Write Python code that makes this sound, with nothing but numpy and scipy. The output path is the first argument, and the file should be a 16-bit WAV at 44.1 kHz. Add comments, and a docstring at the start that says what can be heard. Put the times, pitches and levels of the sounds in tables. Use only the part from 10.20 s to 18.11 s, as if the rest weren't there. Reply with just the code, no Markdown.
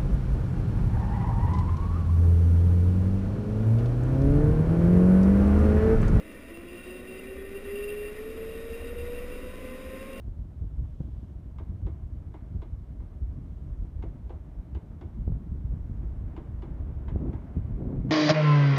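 """From the start a breeze buffets the microphone in low lumps, over the hiss of its electronics,
while coaches roll slowly past a platform, wheels and rails rumbling and ringing faintly.
Soon the wind pops, and a faint hiss swells from the wheels, once a coach.
From 1.4 s the axles clack over one rail joint in groups of four: rail and wheel ring, the sleeper thuds.
Towards the end the rolling grows louder and the buffets crowd together."""
import sys
import numpy as np
from scipy import signal
from scipy.fft import rfft, irfft, next_fast_len
from scipy.io import wavfile
from scipy.ndimage import uniform_filter1d

SR = 44100
rng = np.random.default_rng(int(sys.argv[2]) if len(sys.argv) > 2 else 0)


def digitize_waveform(pressure):
    """Quantize a signal to 16-bit integers and store it at the path in sys.argv[1].

    Rows of a 2-D input are taken as channels; values are limited to [-1, 1].
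    """
    field = np.atleast_2d(pressure).T
    bounded = np.clip(field, -1, 1)
    quanta = np.round(bounded * 32767).astype(np.int16)
    wavfile.write(sys.argv[1], SR, quanta)


N = 348779

# The wind's three colours: slow pressure swings, small eddies and the rush of the finest eddies.
# Each row: frequency in Hz, relative level in dB.
SWING_SPECTRUM = [(12, -44), (20, -4), (38, -1.5), (59, 5), (109, -6), (134, -22), (159, -17.5), (260, -30),
                  (340, -62), (570, -120)]
EDDY_SPECTRUM = [(80, -12), (130, 6), (200, -3.5), (320, -14.5), (500, -35.5), (900, -54.5), (1500, -58)]
RUSH_SPECTRUM = [(120, -24), (180, -2.5), (250, 3), (400, -7.5), (700, -22), (1200, -35), (2000, -52)]
# The breeze between buffets. Each row: time in seconds, then swing, eddy and rush levels in dB.
BREEZE_LEVELS = [(0.0, -37, -51.5, -76), (0.24, -40.5, -49.5, -67), (0.75, -40, -49.5, -67.5),
                 (1.17, -43.5, -52.5, -68), (1.58, -36, -50, -57), (1.96, -42, -50, -65.5),
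                 (3.35, -37.5, -49, -60.5), (3.85, -39.5, -50.5, -62), (4.23, -41, -52, -65),
                 (4.67, -40.5, -48, -57.5), (5.15, -39, -45, -58), (5.93, -34, -49.5, -54.5),
                 (6.3, -39.5, -47.5, -57), (6.98, -35, -47, -51.5), (7.14, -39, -39.5, -52),
                 (7.42, -37, -45, -58.5), (7.73, -39.5, -43.5, -45), (7.91, -37, -34, -59)]
# Buffets on the microphone. Each row: peak time in seconds, swing, eddy and rush levels in dB,
# nominal length in seconds.
WIND_BUFFETS = [(0.082, -28.5, -44.5, -49, 0.016), (0.206, -30, -38, -57, 0.032),
                (0.444, -27, -46, -50.5, 0.055), (0.614, -30.5, -43.5, -55.5, 0.12),
                (0.809, -30, -31, -38, 0.012), (0.844, -33, -43, -64, 0.034), (0.886, -39, -36, -64, 0.026),
                (0.966, -31, -48, -58, 0.029), (1.037, -28, -42, -48, 0.019), (1.47, -33.5, -53, -66, 0.12),
                (1.626, -40, -46, -59, 0.2), (1.837, -30.5, -62, -64, 0.024),
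                (2.073, -34.5, -52, -68, 0.042), (2.349, -26, -35, -56, 0.046),
                (2.569, -33, -60, -70, 0.11), (3.029, -26.5, -46, -59, 0.025),
                (3.175, -39, -38, -60, 0.034), (3.604, -39, -43, -70, 0.015), (3.827, -31, -51, -60, 0.13),
                (4.866, -31, -45, -58, .045), (4.979, -30.5, -48, -57, 0.037),
                (5.017, -20.5, -36, -51, 0.023), (5.101, -24.5, -33, -48.5, 0.07),
                (5.327, -22.5, -45, -56, 0.045), (5.454, -35, -42, -66, 0.069),
                (5.532, -31.5, -43, -49, 0.081), (5.708, -37, -43, -49, 0.032),
                (5.814, -34.5, -44, -59, 0.13), (5.946, -31, -42.5, -57, .06),
                (6.068, -31, -53, -62.5, 0.096), (6.342, -35, -44, -62, 0.046),
                (6.502, -34.5, -40, -59, 0.11), (6.603, -30.5, -47, -56, 0.063), (6.78, -33, -49, -70, .05),
                (6.925, -25.5, -34, -49, 0.019), (6.962, -28.5, -33, -43, 0.043),
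                (7.055, -38, -33, -33, 0.13), (7.151, -31, -37, -44, 0.074), (7.378, -24, -31, -43.5, 0.05),
                (7.462, -27, -41, -50.5, 0.044), (7.519, -25, -34.5, -52.5, 0.062),
                (7.617, -38, -36, -33, 0.037), (7.702, -36.5, -38, -36, 0.21),
                (7.78, -29.5, -32, -53.5, 0.034), (7.878, -37.5, -30.5, -37, 0.075)]
# The train's swell. Each row: time in seconds, rumble level in dB, wheel ring level in dB.
ROLLING_LEVELS = [(0, -60.5, -91), (1.2, -59.5, -90.5), (2.3, -58.5, -85.5), (3.0, -59.5, -89),
                  (4.2, -57.5, -87.5), (5.4, -57.5, -86.5), (6.1, -55, -84.5), (7.0, -52, -89),
                  (7.5, -53.5, -81), (7.91, -55, -75)]
# The colour of steel rolling on steel. Each row: frequency in Hz, relative level in dB.
ROLLING_SPECTRUM = [(150, -23), (250, -2.5), (335, -4.5), (499, -14), (617, -11), (827, -19), (933, -18.5),
                    (1050, -21), (1550, -26.5), (1770, -29), (3720, -42.5), (4850, -53.5), (6000, -52.5),
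                    (7800, -68.5), (13200, -120)]
# The colour of the electronics' hiss. Each row: frequency in Hz, relative level in dB.
HISS_SPECTRUM = [(1760, -18), (3000, -3.5), (4850, -9), (5380, -8), (7690, -11), (8940, -9.5), (10500, -14),
                 (12000, -12), (15500, -16.5)]
# Sudden pops of wind. Each row: peak time in seconds, peak level in dB, width in milliseconds.
WIND_POPS = [(0.442, -36, 0.76), (0.602, -35, 1.0), (0.805, -32, 0.93), (1.039, -37, 0.89), (3.176, -36, 1),
             (5.078, -18.5, 0.78), (5.093, -23.5, 1.0), (5.121, -32, 0.49), (5.698, -29, 0.94),
             (6.704, -25.5, 1), (6.919, -31, 0.84), (6.96, -14, 0.78), (7.005, -29.5, 0.97),
             (7.128, -37.5, .8), (7.368, -24, 0.92), (7.605, -27, 0.56), (7.714, -28, 0.98)]
# The wheel hiss, lower band then upper. Each row: centre in Hz, width in Hz.
WHEEL_BANDS = [(3100, 780), (6300, 1500)]
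# One swell of wheel hiss a coach. Each row: start in seconds, lower and upper band levels in dB.
WHEEL_SWELLS = [(.57, -82.5, -92.5), (3.15, -87, -92.5), (5.45, -94, -94)]
# Axles over the joint, and one fainter knock between groups. Each row: start in seconds, rail, thud and
# edge levels in dB, contact time and thud delay in milliseconds, wheel ring level in dB.
AXLE_HITS = [(1.383, -50, -45.5, -64, 6.9, 17, -63), (1.664, -54, -43.5, -66.5, 18, 5, -66),
             (2.139, -54.5, -47.5, -69.5, 23, 5.5, -65), (2.417, -55.5, -46, -63, 15, 8.3, -68),
             (2.8, -63.5, -52, -83, 12, 6.1, -78), (3.823, -51, -38.5, -61.5, 7.8, 14, -67),
             (4.093, -55.5, -42, -67.5, 46, 11.4, -72), (4.547, -54.5, -43.5, -62.5, 15, 4, -63),
             (4.81, -53.5, -44.5, -62.5, 8.2, 7.17, -64), (6.163, -49.5, -42, -62, 19, 13.5, -67),
             (6.42, -52, -45, -65, 28, 8.4, -66), (6.88, -49, -47.5, -61.5, 14, 7, -65),
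             (7.13, -50.5, -49, -71, 35, 3.7, -72), (7.891, -49.5, -50, -65.5, 14, 2.4, -68)]
# What a clack sets ringing: the bright rail edge, the rail, the dull sleeper and the wheel.
# Each row: frequency in Hz, width in Hz, relative level in dB.
EDGE_MODES = [(2480, 350, 0.5), (2900, 470, 4), (3470, 480, 2), (3930, 450, -2.5), (4480, 590, -11),
              (5500, 600, -13), (6770, 730, -16), (8200, 920, -26.5)]
RAIL_MODES = [(770, 160, -0.5), (960, 139, 4.5), (1150, 210, -0.5), (1334, 225, -4.5), (1460, 170, -5),
              (1656, 110, -7.5), (1740, 110, -12), (2125, 290, -10)]
SLEEPER_MODES = [(323, 34.6, -3.5), (570, 380, -17), (609, 60, -14)]
WHEEL_MODES = [(1052, 40, 3), (1600, 23, -5.5), (2160, 30, -2), (3020, 45, -7.5), (3440, 45, -11),
               (3690, 40, -10), (4500, 50, -14)]

LUMP_DB, LUMP_RATE_HZ = 2.5, 10.7   # unevenness of the breeze
SWING_SHARE, EDDY_SHARE = 0.73, 0.54   # half-power width of a buffet, as a share of its nominal length
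DULL_FROM_DB, DULLING = -61.5, 1.1   # above this rolling level the treble lags: dB lost per dB gained
HISS_RISE_S, HISS_HOLD_S, HISS_FALL_S = 0.13, 0.37, 0.12   # shape of a wheel hiss swell
STEEL_DELAY_S = 0.0015   # from a clack's start to the sound of the steel
WHEEL_SPREAD_DB = 5   # each wheel rings its modes with strengths of its own
HISS_DB, LOW_CUT_HZ, HIGH_CUT_HZ, END_FADE_S = -81.5, 30.0, 15640, 0.003


def from_db(db):
    """Decibels to gain."""
    return 10 ** (np.asarray(db) / 20)


def rms_one(x):
    """Scale to rms 1."""
    return x / np.sqrt(np.mean(x ** 2) + 1e-20)


def fader_curves(rows):
    """Each level column of a timed table, drawn out to every sample."""
    times, *columns = np.transpose(rows)
    return [np.interp(np.arange(N) / SR, times, column) for column in columns]


def drift(rate_hz):
    """A slow random wobble: noise through a double one-pole low-pass, spread 1."""
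    hop, settle = 40, 2000
    pole = np.exp(-2 * np.pi * rate_hz * hop / SR)
    noise = rng.standard_normal(N // hop + settle + 2)
    slow = signal.lfilter([1], [1, -2 * pole, pole * pole], noise)[settle:]
    return np.interp(np.arange(N) / hop, np.arange(len(slow)), rms_one(slow))


def coloured(spectrum):
    """Noise with the given spectrum, at rms 1."""
    size = next_fast_len(N)
    hz = np.fft.rfftfreq(size, 1 / SR)
    points_hz, db = np.transpose(spectrum)
    gain = from_db(np.interp(np.log(hz + 1), np.log(points_hz), db, left=-90, right=-90))
    return rms_one(irfft(gain * rfft(rng.standard_normal(size)), size)[:N])


def resonate(x, hz, width_hz):
    """One resonance, gain 1 at its peak."""
    r = np.exp(-np.pi * width_hz / SR)
    feedback = [1, -2 * r * np.cos(2 * np.pi * hz / SR), r * r]
    return signal.lfilter(np.array([1, 0, -1]) * (1 - r * r) / 2, feedback, x)


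def evened(x, span_s):
    """Gentle compression that partly levels the chance swells of a noise."""
    power = uniform_filter1d(x ** 2, size=round(span_s * SR))
    return rms_one(x / (power + 0.11) ** 0.2)


def buffeted(breeze_db, column, share):
    """The wind's level in dB: each buffet adds a bell-shaped swell of power to the breeze."""
    power, t = from_db(2 * breeze_db), np.arange(N) / SR
    for row in WIND_BUFFETS:
        peak_s, width_s = row[0], share * row[4]
        near = slice(max(int((peak_s - 0.4) * SR), 0), int((peak_s + 0.4) * SR))
        bell = np.exp(-4 * np.log(2) * ((t[near] - peak_s) / width_s) ** 2)
        power[near] += from_db(2 * row[column]) * bell
    return 10 * np.log10(power)


def wind():
    """Turbulence comes in lumps: pressure swings, small eddies flutter, hard gusts add a finer rush."""
    swing_db, eddy_db, rush_db = fader_curves(BREEZE_LEVELS)
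    lumps = drift(LUMP_RATE_HZ)
    eddy_lumps_db = LUMP_DB * (0.32 * lumps + 0.57 * drift(LUMP_RATE_HZ))
    swing_db = buffeted(swing_db + LUMP_DB * lumps, column=1, share=SWING_SHARE)
    eddy_db = buffeted(eddy_db + eddy_lumps_db, column=2, share=EDDY_SHARE)
    rush_db = buffeted(rush_db + eddy_lumps_db, column=3, share=EDDY_SHARE)
    flutter_db = 3.0 * drift(rate_hz=30)
    swings = evened(coloured(SWING_SPECTRUM), span_s=0.035) * from_db(swing_db + 2.9 * drift(rate_hz=21))
    eddies = evened(coloured(EDDY_SPECTRUM), span_s=0.029) * from_db(eddy_db + flutter_db)
    rush = evened(coloured(RUSH_SPECTRUM), span_s=0.014) * from_db(rush_db + 0.68 * flutter_db)
    return swings + eddies + rush


def rolling():
    """Rough steel on steel: the rumble outgrows the treble as it swells, and one wheel mode sings."""
    level_db, ring_db = fader_curves(ROLLING_LEVELS)
    treble_db = -DULLING * np.maximum(level_db - DULL_FROM_DB, 0)
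    rumble = coloured(ROLLING_SPECTRUM)
    treble = signal.sosfilt(signal.butter(2, 2000, "high", fs=SR, output="sos"), rumble)
    rumble = rumble + (from_db(treble_db) - 1) * treble
    ring = rms_one(resonate(rng.standard_normal(N), hz=2154, width_hz=110))
    return from_db(level_db + 0.93 * drift(rate_hz=22)) * rumble + from_db(ring_db) * ring


def wind_pops():
    """Each pop is a lone smooth pressure bump; the narrower, the brighter."""
    out, offsets = np.zeros(N), np.arange(-300, 300)
    for peak_s, db, width_ms in WIND_POPS:
        squared = (offsets / SR / (width_ms / 1000)) ** 2
        bump = (1 - 0.16 * squared / (1 + squared)) / (1 + squared) ** 0.95
        out[round(peak_s * SR) + offsets] += from_db(db) * bump * np.hanning(len(offsets))
    return out


def wheel_hiss():
    """The wheels hiss in two broad bands of noise that rise, hold and fall once a coach."""
    out, t = np.zeros(N), np.arange(N) / SR
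    for band, (hz, width_hz) in enumerate(WHEEL_BANDS):
        swell = np.zeros(N)
        for start_s, *band_db in WHEEL_SWELLS:
            corners_s = np.cumsum([start_s, HISS_RISE_S, HISS_HOLD_S, HISS_FALL_S])
            swell += from_db(band_db[band]) * np.interp(t, corners_s, [0, 1, 1, 0])
        out += swell * rms_one(resonate(rng.standard_normal(N), hz, width_hz))
    return out


def body(force, modes):
    """A force rings parallel modes of alternating polarity; white noise keeps about its level."""
    power = sum(from_db(2 * db) * np.pi * width_hz / SR for _, width_hz, db in modes)
    ringing = sum((-1) ** k * from_db(db) * resonate(force, hz, width_hz)
                  for k, (hz, width_hz, db) in enumerate(modes))
    return ringing / np.sqrt(power)


def struck(modes, column, delays_s, knock, grind_fall_s, rattle_db, rattle_t60_s):
    """Each axle knocks once, grinds across the gap for the contact time, and leaves a weaker rattle."""
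    force, t = np.full(N + SR, 1e-18), np.arange(SR // 2) / SR
    roughness = rng.standard_normal(N + SR)
    for row, delay_s in zip(AXLE_HITS, delays_s):
        start, gain, contact_s = round((row[0] + delay_s) * SR), from_db(row[column]), row[4] / 1000
        released_s = np.maximum(t - contact_s, 0)
        grind = from_db(-400 * t - 60 * released_s / grind_fall_s)   # dies faster once contact ends
        rattle = from_db(rattle_db - 60 * released_s / rattle_t60_s)
        span = slice(start, start + len(t))
        force[span] += gain * (grind + rattle) * roughness[span]
        force[start] += gain * knock
    return body(force[:N], modes)


def clacks():
    """An axle hits the joint: edge and rail speak first, then the thud of the sleeper."""
    steel_delays_s = np.full(len(AXLE_HITS), STEEL_DELAY_S)
    thud_delays_s = np.array(AXLE_HITS)[:, 5] / 1000
    edge = struck(EDGE_MODES, column=3, delays_s=steel_delays_s, knock=10.0,
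                  grind_fall_s=0.15, rattle_db=-15, rattle_t60_s=0.58)
    rail = struck(RAIL_MODES, column=1, delays_s=steel_delays_s, knock=15.5,
                  grind_fall_s=0.32, rattle_db=-8.0, rattle_t60_s=0.44)
    thud = struck(SLEEPER_MODES, column=2, delays_s=thud_delays_s, knock=19.4,
                  grind_fall_s=0.65, rattle_db=-10.5, rattle_t60_s=0.13)
    soften = signal.butter(2, 1100.0, fs=SR, output="sos")   # timber and ballast give a soft contact
    return edge + rail + signal.sosfilt(soften, thud)


def wheel_rings():
    """The blow at the joint sets the wheel ringing briefly."""
    out, hits = np.zeros(N), np.array(AXLE_HITS)
    starts, ring_db = ((hits[:, 0] + STEEL_DELAY_S) * SR).astype(int), hits[:, 6]
    spread_db = WHEEL_SPREAD_DB * rng.standard_normal((len(hits), len(WHEEL_MODES)))
    for k, (hz, width_hz, db) in enumerate(WHEEL_MODES):
        blows = np.full(N, 1e-18)
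        blows[starts] = from_db(ring_db + db + spread_db[:, k])
        out += resonate(blows, hz, width_hz) * SR / (2 * np.pi * width_hz)
    return out


def scene():
    """Wind and train, mixed in mono at one microphone."""
    return (wind() + rolling() + wind_pops() + wheel_hiss() + clacks() + wheel_rings())[None]


def record(dry):
    """The electronics add hiss, the deepest bass and the top are cut, and a short fade closes the end."""
    x = dry + from_db(HISS_DB) * coloured(HISS_SPECTRUM)
    x = signal.sosfilt(signal.butter(4, LOW_CUT_HZ, "high", fs=SR, output="sos"), x)
    fade = np.minimum(np.arange(N)[::-1] / (END_FADE_S * SR), 1)
    return signal.sosfilt(signal.ellip(14, 0.5, 80, HIGH_CUT_HZ, fs=SR, output="sos"), x * fade)


dry = scene()
out = record(dry)
digitize_waveform(out)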